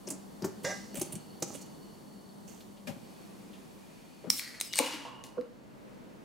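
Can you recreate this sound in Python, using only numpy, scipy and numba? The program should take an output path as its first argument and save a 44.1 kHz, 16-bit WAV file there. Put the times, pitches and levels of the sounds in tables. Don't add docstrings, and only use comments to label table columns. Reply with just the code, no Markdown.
import sys
import numpy as np
from scipy import signal
from scipy.fft import rfft, irfft
from scipy.io import wavfile
from scipy.ndimage import uniform_filter1d
from numba import njit

SR = 44100
rng = np.random.default_rng(int(sys.argv[2]) if len(sys.argv) > 2 else 0)


def wav_record(signal):
    frames = np.transpose(np.atleast_2d(signal))
    bounded = np.clip(frames, -1, 1)
    quanta = np.round(bounded * 32767).astype(np.int16)
    wavfile.write(sys.argv[1], SR, quanta)


N = 275184
T = np.arange(N) / SR


def undb(db):
    return 10 ** (np.asarray(db) / 20)


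def unit(x):
    return x / np.sqrt(np.mean(x ** 2))


def along(table, hz):
    table_hz, values = np.transpose(table)
    return np.interp(np.log(hz), np.log(table_hz), values)


def pan(pan_db):
    return undb([[pan_db / 2], [-pan_db / 2]])


def add(out, x, start_s, peak_db, pan_db):
    i = int(start_s * SR)
    x = x[:N - i] / np.abs(x).max()
    out[:, i:i + len(x)] += x * undb(peak_db) * pan(pan_db)


@njit
def svf(x, hz, width_hz):
    y, band_state, low_state = np.empty(len(x)), 0., 0.
    for i in range(len(x)):
        g, damping = np.tan(np.pi * hz[i] / SR), width_hz[i] / hz[i]
        v = (band_state + g * (x[i] + 1e-18 - low_state)) / (1 + g * (g + damping))
        band_state = 2 * v - band_state
        low_state += 2 * g * v
        y[i] = damping * v
    return y


def band(x, hz, width_hz):
    return svf(x, np.clip(hz + 0 * x, 20, SR / 2.2), width_hz + 0 * x)


def steep(x, hz, width_hz):
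    return band(band(x, hz, width_hz), hz, width_hz)


def ring(push, modes):
    t = T[:len(push)]
    body = sum(undb(db) * np.sin(2 * np.pi * hz * t) * 1000 ** (-t / t60_s) for hz, db, t60_s in modes)
    return unit(signal.fftconvolve(push, body)[:len(push)])


def envelope(rise_s, fall_s, size):
    t = T[:size]
    return np.minimum(t / rise_s, 1) * np.exp(-np.maximum(t - rise_s, 0) / fall_s)


def burst(rise_s, fall_s, size):
    return rng.standard_normal(size) * envelope(rise_s, fall_s, size)


def walk(rate_hz, size=N):
    hold = int(SR / rate_hz)
    steps = np.repeat(rng.standard_normal(N // hold + 1), hold)
    return unit(uniform_filter1d(uniform_filter1d(steps, hold), hold)[:N])[:size]


def crackle(size, per_s, jump_db, spread_db, fall_s=.0003):
    hits = (rng.random(size) < per_s / SR) * undb(jump_db + spread_db * rng.exponential(size=size))
    return 1 + signal.lfilter([1], [1, -np.exp(-1 / (fall_s * SR))], hits)


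# freq_hz, correlation
STEREO_CORRELATION = [(60, -0.48), (200, 0.029), (640, -0.042), (1400, -0.072), (3100, 0.36), (6800, 0.66),
                      (15000, 0.37)]
def stereo_noise(spectrum):
    hz = np.maximum(np.fft.rfftfreq(N, 1 / SR), 1)
    like = along(STEREO_CORRELATION, hz)
    coloured = rfft(rng.standard_normal((2, N))) * undb(along(spectrum, hz))
    mid, side = coloured * np.sqrt([1 + like, 1 - like])
    return unit(irfft(np.array([mid + side, mid - side]), N))


# freq_hz, density_db
AIR_NEAR_FRIDGE = [(20, -47), (70, -19.5), (134, -10.5), (200, -5), (384, -12), (600, -16.5), (988, -20),
                   (1500, -29.5), (1900, -30.5), (2500, -36), (3500, -33.5), (6500, -36), (9500, -36),
                   (12500, -39), (16000, -41.5)]
# freq_hz, density_db
AIR_AT_TABLE = [(15, -39), (25, -30), (102, -14.5), (123, -8), (170, -9), (206, -5), (309, -7.5),
                (373, -12.5), (641, -13.5), (714, -20), (887, -19), (1020, -22), (2410, -30), (3430, -35),
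                (16000, -46.5)]
def room_noise(gain, move_s=4.25, fade_s=.15, rumble_hz=44.7, rumble_db=-71.5):
    moved = np.clip((T - move_s) / fade_s, 0, 1)
    air = np.sqrt(1 - moved) * stereo_noise(AIR_NEAR_FRIDGE)
    air += np.sqrt(moved) * stereo_noise(AIR_AT_TABLE)
    rumble = unit(np.array([steep(noise, rumble_hz, 21) for noise in rng.standard_normal((2, N))]))
    return (gain * air + undb(rumble_db) * rumble) * undb(1.13 * walk(3.32))


# pitch_hz, width_hz, gain_db
WHINE_BANDS = [(4430, 170, 0), (2930, 140, -7), (9960, 120, -12)]
def fridge(hum_gain, whine_gain, hum_hz=195.8, hum_width_hz=14.5):
    def tone(hz, width_hz):
        return band(band(rng.standard_normal(N), hz, width_hz), hz, 2 * width_hz)

    hum = unit(tone(hum_hz, hum_width_hz)) * pan(3)
    whine = unit(sum(undb(db) * tone(hz, width_hz) for hz, width_hz, db in WHINE_BANDS))
    return hum_gain * hum + whine_gain * whine * undb(1.2 * walk(36))


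# time_s, air_db, hum_db, whine_db
BACKGROUND_LEVELS = [(0, -50.5, -56, -74), (.5, -50.5, -51.5, -72), (1.2, -47.5, -57.5, -64),
                     (1.8, -50, -55, -66), (2.3, -50, -57.5, -69.5), (2.8, -50, -57, -78),
                     (3.05, -48.5, -61.5, -69), (3.6, -50, -58, -78), (4.4, -53, -86, -71),
                     (5.4, -51.5, -64.5, -80), (6.24, -52, -63.5, -85)]
def background():
    time_s, *levels_db = np.transpose(BACKGROUND_LEVELS)
    air, hum, whine = (undb(np.interp(T, time_s, db)) for db in levels_db)
    return room_noise(air) + fridge(hum, whine)


# start_s, peak_db, centre_hz, rise_s, t60_s, pan_db, neck_db, spray_db, whistle_db
SPURTS = [(.069, -33.5, 5750, 0.0087, 0.049, 6, -9, -17, -3),
          (0.085, -32, 8900, .002, 0.048, -4, -6, -12, -6),
          (.101, -25, 7800, 0.0049, .091, -3, -15, -15, -16),
          (.42, -35.5, 5300, 0.0031, .05, 4, -28, -11, -10),
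          (.443, -30.5, 6500, 0.0032, 0.093, 1, -23, -5, -19),
          (0.631, -36.5, 8760, 0.01, 0.07, 0, -6, -5, -12),
          (.644, -30, 5380, 0.0013, 0.76, -3.5, -28, -18, -14),
          (.943, -34.5, 5860, 0.00057, 0.048, 1, -2, 1, -16),
          (.953, -30.5, 8700, 0.0025, 0.034, -3, -5, -7, -6),
          (.955, -33, 8650, 0.014, 0.57, -5, -4.5, -10, -16),
          (0.969, -29, 8400, 0.0035, 0.058, 2, -10, -7, -11),
          (0.994, -31, 9600, 0.004, 0.038, 0, -10, -12, -13),
          (1.012, -28.5, 6200, 0.0017, 0.032, 0, -25, -19, -15),
          (1.0151, -21, 9400, 0.0018, 0.026, -1.5, -12.5, -20, -12),
          (1.021, -27.5, 7940, .002, 0.066, -1.5, -10, -12, -12),
          (1.12, -29, 9550, 0.0068, 0.072, -4, -7.5, -5, 0.5),
          (1.151, -32, 8200, 0.0047, 0.053, -3, -7, -15, -2), (1.4, -44, 10500, .003, .03, 1, -18, -8, -6),
          (1.4225, -22.5, 6200, 0.0026, 0.032, -3.5, -23, -13, -11),
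          (1.43, -29.5, 6870, 0.0024, 0.067, -3.5, -8, -12, -3),
          (1.455, -39, 6600, .025, 0.6, -7, -22, -8, -2),
          (1.531, -34, 8100, 0.021, 0.14, -7, -5.5, -23, -23),
          (1.608, -43, 6700, 0.011, 0.072, -3, -11, -11, -21),
          (1.626, -47, 6000, .002, 0.027, -2, -14, -12, -12),
          (1.66, -50, 6440, .004, 0.045, -3, -1, -11, -12),
          (2.474, -43.5, 6600, 0.0034, 0.7, -9.5, -6, -8, -19),
          (2.604, -47, 3950, 0.0054, 0.08, 3, -3, -3, -16),
          (2.761, -54, 3000, 0.012, 0.14, 5, -11, -19, -12),
          (2.867, -47, 3800, 0.0069, 0.26, 13, -11, 3, -16),
          (3.528, -51, 3020, .008, 0.15, -2, -13, -19, -1)]
def bottle_spits(neck_hz=2900, spray_hz=13300):
    out, size = np.zeros((2, N)), SR // 2
    for start_s, peak_db, hz, rise_s, t60_s, pan_db, neck_db, spray_db, whistle_db in SPURTS:
        puff = burst(rise_s, t60_s / np.log(1000), size)
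        puff += undb(-11.5) * burst(rise_s / 2, .0038, size)
        puff *= crackle(size, per_s=500, jump_db=2, spread_db=1.6)
        bands = [(hz, .92 * hz, 0), (hz, .29 * hz, whistle_db),
                 (neck_hz, 2100, neck_db), (spray_hz, 5300, spray_db)]
        spit = sum(undb(db) * unit(steep(puff, centre_hz, width_hz)) for centre_hz, width_hz, db in bands)
        add(out, spit, start_s, peak_db, pan_db)
    return out


def plop(hz, rise_s, push_s, size, loss_db_per_s=258, sag=.1, sag_s=.03):
    t = T[:size]
    cycles = hz * (t - sag * np.minimum(t, sag_s) ** 2 / (2 * sag_s))
    note = envelope(rise_s, push_s + .0032, size) * np.sin(2 * np.pi * cycles)
    return unit(note) * undb(-2 - loss_db_per_s * push_s)


# pitch_hz, gain_db, t60_s
BODY_MODES = [(200, -13.5, 0.075), (567, -18.5, 0.056), (803, -27, 0.13), (1190, -48, 0.037)]
# start_s, peak_db, pitch_hz, push_s, pan_db
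DULL_THUMPS = [(.071, -35, 331, 0.019, 8), (0.103, -35, 296, 0.02, 4), (.418, -30, 344, 0.0087, 5),
               (0.423, -28, 212, 0.034, 5), (.44, -20, 386, 0.0097, 3.5), (0.445, -31.5, 222, 0.013, 1),
               (0.473, -37, 424, 0.018, 5), (0.643, -26.5, 580, 0.011, -2), (.655, -31.5, 604, 0.044, -4),
               (0.942, -38, 403, 0.0039, -6), (.954, -39, 560, .005, -8), (0.97, -33, 190, 0.013, 16),
               (1.012, -24, 370, 0.0059, 1), (1.026, -33, 222, 0.014, 0), (1.098, -40, 221, 0.015, 1),
               (1.13, -34, 158, 0.01, -6), (1.153, -34, 187, 0.012, 8), (1.421, -27, 505, 0.0028, 2),
               (1.425, -26.5, 358, 0.0045, 2), (1.424, -27.5, 209, 0.0099, 2),
               (1.503, -33, 400, 0.0019, -2), (1.526, -37.5, 198, 0.006, -8),
               (1.548, -39, 526, 0.0044, -10), (1.551, -42, 200, 0.0067, -15), (2.87, -39, 239, 0.026, 20),
               (2.871, -42, 586, .015, 16), (2.888, -35, 169, 0.021, 14), (2.894, -44.5, 815, 0.01, 12),
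               (2.961, -40, 245, 0.0063, 8), (2.974, -47, 160, 0.0082, 2), (3.028, -42, 220, 0.0052, -11),
               (4.237, -36.5, 504, 0.025, 7), (4.262, -35.5, 246, 0.034, 15.5)]
def thumps(t60_s=.032):
    out, size = np.zeros((2, N)), SR // 3
    for start_s, peak_db, hz, push_s, pan_db in DULL_THUMPS:
        swell_s = .19 * push_s
        shove = burst(.0019 + swell_s, push_s, size)
        body = ring(shove, [(hz, 0, t60_s)] + BODY_MODES)
        slap = undb(-12.5) * unit(steep(shove, hz, 1.94 * hz))
        note = plop(hz, .0016 + swell_s, push_s, size)
        add(out, body + slap + note, start_s, peak_db, pan_db)
    return out


# pitch_hz, gain_db, t60_s
DISH_MODES = [(795, 0.5, 0.086), (960, -5, 0.038), (1280, 2, 0.022), (1600, -16, .04), (1617, 2.5, 0.12),
              (1870, -2, .05), (2000, 3, 0.05), (2010, -5, 0.044), (2080, -9, .04), (2270, -31, 0.027),
              (2790, -8, 0.06), (3540, -3, 0.027), (3810, -1, 0.015), (4900, -17, 0.012), (5670, 7, 0.021),
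              (5950, 7.5, 0.024), (6420, -3.5, 0.036), (7000, -1, 0.033)]
# start_s, peak_db, chatter_s, tick_over_chatter_db
DISH_STRIKES = [(.649, -19, 0.051, 27.5), (.692, -28, 0.018, 12), (.705, -27.5, 0.024, 19.5)]
def dish_clinks(rattle_end_s=.045):
    out, size = np.zeros((2, N)), SR // 2
    for start_s, peak_db, chatter_s, tick_db in DISH_STRIKES:
        rattle = burst(.00061, chatter_s, size) / (1 + (T[:size] / rattle_end_s) ** 6)
        rattle[0] = undb(tick_db)
        scuff = undb(-14) * unit(steep(rattle, 1800, 750))
        add(out, ring(rattle, DISH_MODES) + scuff, start_s, peak_db, pan_db=-1.5)
    return out


# freq_hz, density_db
RUSTLE_SPECTRUM = [(300, -9), (1200, -6), (2500, -1), (4000, -8.5), (7000, -10.5), (12000, -16.5),
                   (16000, -38)]
def rustle(start_s=2.87, rise_s=.006, settle_s=.048, fade_from_s=4.64, fall_db_per_s=33):
    age_s = np.maximum(T - start_s, 0)
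    level_db = -63 + 23.5 * np.exp(-age_s / settle_s) - fall_db_per_s * np.maximum(T - fade_from_s, 0)
    rub = stereo_noise(RUSTLE_SPECTRUM) + undb(-12) * unit(steep(rng.standard_normal(N), 2430, 160))
    return rub * np.minimum(age_s / rise_s, 1) * undb(level_db + 2 * walk(7.9))


# pitch_hz, gain_db, t60_s
LID_MODES = [(2230, -4, 0.0052), (2730, -5.5, 0.003), (4020, -10, 0.007), (4500, -16, 0.0028),
             (5370, -8, 0.0034), (6300, -4, 0.0017), (7330, -8.5, 0.0019), (8180, -11.5, 0.0048),
             (8950, -7.5, 0.0086), (11100, -15, 0.0071), (12900, -22, 0.0072)]
# start_s, peak_db, centre_hz, pan_db, rise_and_fall_s
TAB_CRACKS = [(4.3014, -6, 5940, -2.5, 0.00099), (4.302, -15.5, 3900, -1.5, 0.00072),
              (4.395, -23.5, 2120, 9, 0.00044), (4.3955, -26, 4530, 0, 0.00075),
              (4.600, -31.5, 4000, 8, 0.00087), (4.601, -25.5, 8650, -4, 0.0017),
              (4.611, -17.5, 7050, 4.5, 0.00053), (4.6113, -26.5, 2300, 5.5, 0.0003),
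              (4.726, -33, 4000, 7, 0.00096), (4.731, -25, 6140, -5, 0.0011),
              (4.7351, -20.5, 4300, 6.5, 0.0015), (4.736, -27, 2400, 6.5, 0.0008),
              (4.756, -25, 8300, 7.5, 0.00091), (4.757, -20, 8340, 0, 0.00091),
              (4.7675, -22.5, 7440, 9, 0.0015), (4.78, -23, 7500, 4, 0.0006),
              (4.776, -24, 6600, 12, 0.00054), (4.784, -23, 7520, 3, 0.00067),
              (4.7873, -12, 8550, 3, 0.0011), (4.7886, -18.5, 2300, 14, 0.00098),
              (4.789, -17.5, 4000, 4, 0.00076), (5.238, -34, 7100, 3.5, 0.0012),
              (5.239, -40, 2460, 7, 0.0017), (5.411, -43.5, 3220, 0.5, 0.00055)]
def can_cracks(break_db=14):
    out = np.zeros((2, N))
    for start_s, peak_db, hz, pan_db, rise_s in TAB_CRACKS:
        snap = burst(rise_s, rise_s, SR // 20)
        snap[int(rise_s * SR)] = undb(break_db)
        lid = ring(steep(snap, hz, .6 * hz), LID_MODES)
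        click = undb(-7.5) * unit(steep(snap, hz, .88 * hz))
        treble = undb(-11) * unit(steep(snap, 10400, 13500))
        wall = undb(-18.5) * unit(steep(snap, 1140, 1300))
        add(out, lid + click + treble + wall, start_s, peak_db, pan_db)
    return out


# start_s, level_db, fall_db_per_s, hiss_hz, low_hz, low_re_hiss_db, high_hz, high_re_hiss_db
GAS_GAPS = [(4.297, -37.5, 20, 12300, 4300, -21, 8800, -17),
            (4.395, -48.5, 31, 5300, 2020, -4.5, 4380, -6.5), (4.611, -46, 110, 7950, 5020, -4, 8000, -8),
            (4.727, -54, -330, 5860, 4330, -5.5, 7950, -8),
            (4.788, -42.5, 10.5, 3800, 2700, -15, 8570, -26),
            (5.24, -54.5, 191, 5300, 2800, -16, 4430, -18.5)]
def gas_jet(rise_s=.0021, release_s=.013, fade_db_per_s2=130.5, sag_octaves_per_s=5.315, width_hz=700):
    out, size = np.zeros(N), SR * 3 // 4
    age_s = T[:size]
    ends_s = [gap[0] for gap in GAS_GAPS[1:]] + [N / SR]
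    for gap, end_s in zip(GAS_GAPS, ends_s):
        start_s, level_db, fall_db_per_s, hiss_hz, low_hz, low_db, high_hz, high_db = gap
        open_s = np.minimum(age_s, end_s - start_s)
        flow = undb(level_db - fall_db_per_s * open_s - fade_db_per_s2 * open_s ** 2)
        flow *= np.minimum(age_s / rise_s, 1) * np.exp(-(age_s - open_s) / release_s)
        froth = unit(crackle(size, per_s=900, jump_db=-1, spread_db=1))
        jet = rng.standard_normal(size) * flow * froth * undb(1.2 * walk(57.5, size))
        hz = hiss_hz * 2 ** (-sag_octaves_per_s * age_s)
        sound = steep(jet, hz, 3.42 * hz) * np.sqrt(SR / (3.2 * hz))
        for pitch_hz, gain_db in [(low_hz, low_db), (high_hz, high_db)]:
            whistle = steep(jet, pitch_hz * (1 + .025 * walk(40, size)), width_hz)
            sound += whistle * np.sqrt(SR / width_hz) * undb(gain_db + 3 * walk(91, size))
        i = int(start_s * SR)
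        out[i:i + size] += sound
    return out


def lid_song(start_s=4.68, rise_s=.19, pitch_hz=2880, width_hz=140, fall_db_per_s=51):
    age_s = np.maximum(T - start_s, 0)
    tone = unit(steep(rng.standard_normal(N), pitch_hz, width_hz))
    return tone * np.minimum(age_s / rise_s, 1) * undb(-42 - fall_db_per_s * age_s + 3 * walk(30))


# pitch_hz, gain_db, t60_s
CAN_MODES = [(244, -5, 0.056), (295, 6, 0.04), (477, -17, 0.035), (498.5, 1.5, 0.069), (520, 3.5, 0.0081),
             (680, -11, 0.028), (844, -10.5, 0.021), (898, -15.5, 0.038), (960, -9, 0.031),
             (1065, -10.5, 0.025), (1380, -12.5, .04)]
# start_s, peak_db, centre_hz, push_s, pan_db
CAN_BLOWS = [(4.787, -26.5, 808, 0.0019, 12), (4.792, -27, 920, 0.027, -4), (4.798, -21.5, 540, 0.0066, 5),
             (4.798, -29.5, 295, 0.0044, 3), (4.826, -35, 910, 0.1, -1), (4.828, -39, 277, .04, 4),
             (4.82, -37.5, 517, 0.037, 0), (4.923, -38, 286, 0.051, 4), (5.049, -43, 1040, 0.16, -11),
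             (5.05, -41, 834, 0.023, 5), (5.238, -48.5, 870, .01, 4), (5.371, -32.5, 479, 0.0029, 3),
             (5.38, -31.5, 496, 0.0085, -17), (5.382, -36.5, 281, 0.012, 0), (5.379, -41, 1390, 0.0078, -9)]
def can_knocks():
    out, size = np.zeros((2, N)), SR // 2
    for start_s, peak_db, hz, push_s, pan_db in CAN_BLOWS:
        blow = steep(burst(.00072, push_s, size), hz, .41 * hz)
        thud = undb(-9.5) * unit(blow)
        note = undb(-5.5) * plop(hz, .0024, push_s, size)
        add(out, ring(blow, CAN_MODES) + thud + note, start_s, peak_db, pan_db)
    return out


def worktop_scatter(x, fall_s=.003, level_db=-11.5):
    echoes = band(burst(.00013, fall_s, SR // 40), 12700, 6900)
    echoes /= np.sqrt(np.sum(echoes ** 2))
    side = undb(level_db) * signal.fftconvolve(x.mean(axis=0), echoes)[:N]
    return np.array([side, -side])


# freq_hz, t60_s
ROOM_DECAY = [(100, 0.31), (500, 0.29), (1500, 0.55), (2300, 0.65), (6000, 0.36), (16000, 0.087)]
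def room_tail(x, level_db=-10, shared=.46, rise_s=.0032):
    t = T[:SR]
    tail = 0
    for hz in 100 * 2 ** np.arange(0, 7.5, .5):
        common, left, right = (band(rng.standard_normal(SR), hz, hz / 3) for _ in range(3))
        decay = 1000 ** (-t / along(ROOM_DECAY, hz)) * np.minimum(t / rise_s, 1)
        tail = tail + decay * (shared * common + (1 - shared) * np.array([left, right]))
    tail /= np.sqrt(np.sum(tail ** 2) / 2)
    return undb(level_db) * signal.fftconvolve(x.mean(axis=0)[None], tail, axes=1)[:, :N]


def scene():
    near = bottle_spits() + thumps() + dish_clinks()
    near += can_cracks() + (gas_jet() + lid_song()) * pan(1.2) + can_knocks()
    low_cut = signal.butter(2, 153, "high", fs=SR, output="sos")
    near = signal.sosfilt(low_cut, near)
    return near + worktop_scatter(near) + room_tail(near) + background() + rustle()


def record(dry):
    return signal.sosfilt(signal.ellip(10, .2, 70, 15800, fs=SR, output="sos"), dry)


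dry = scene()
out = record(dry)
wav_record(out)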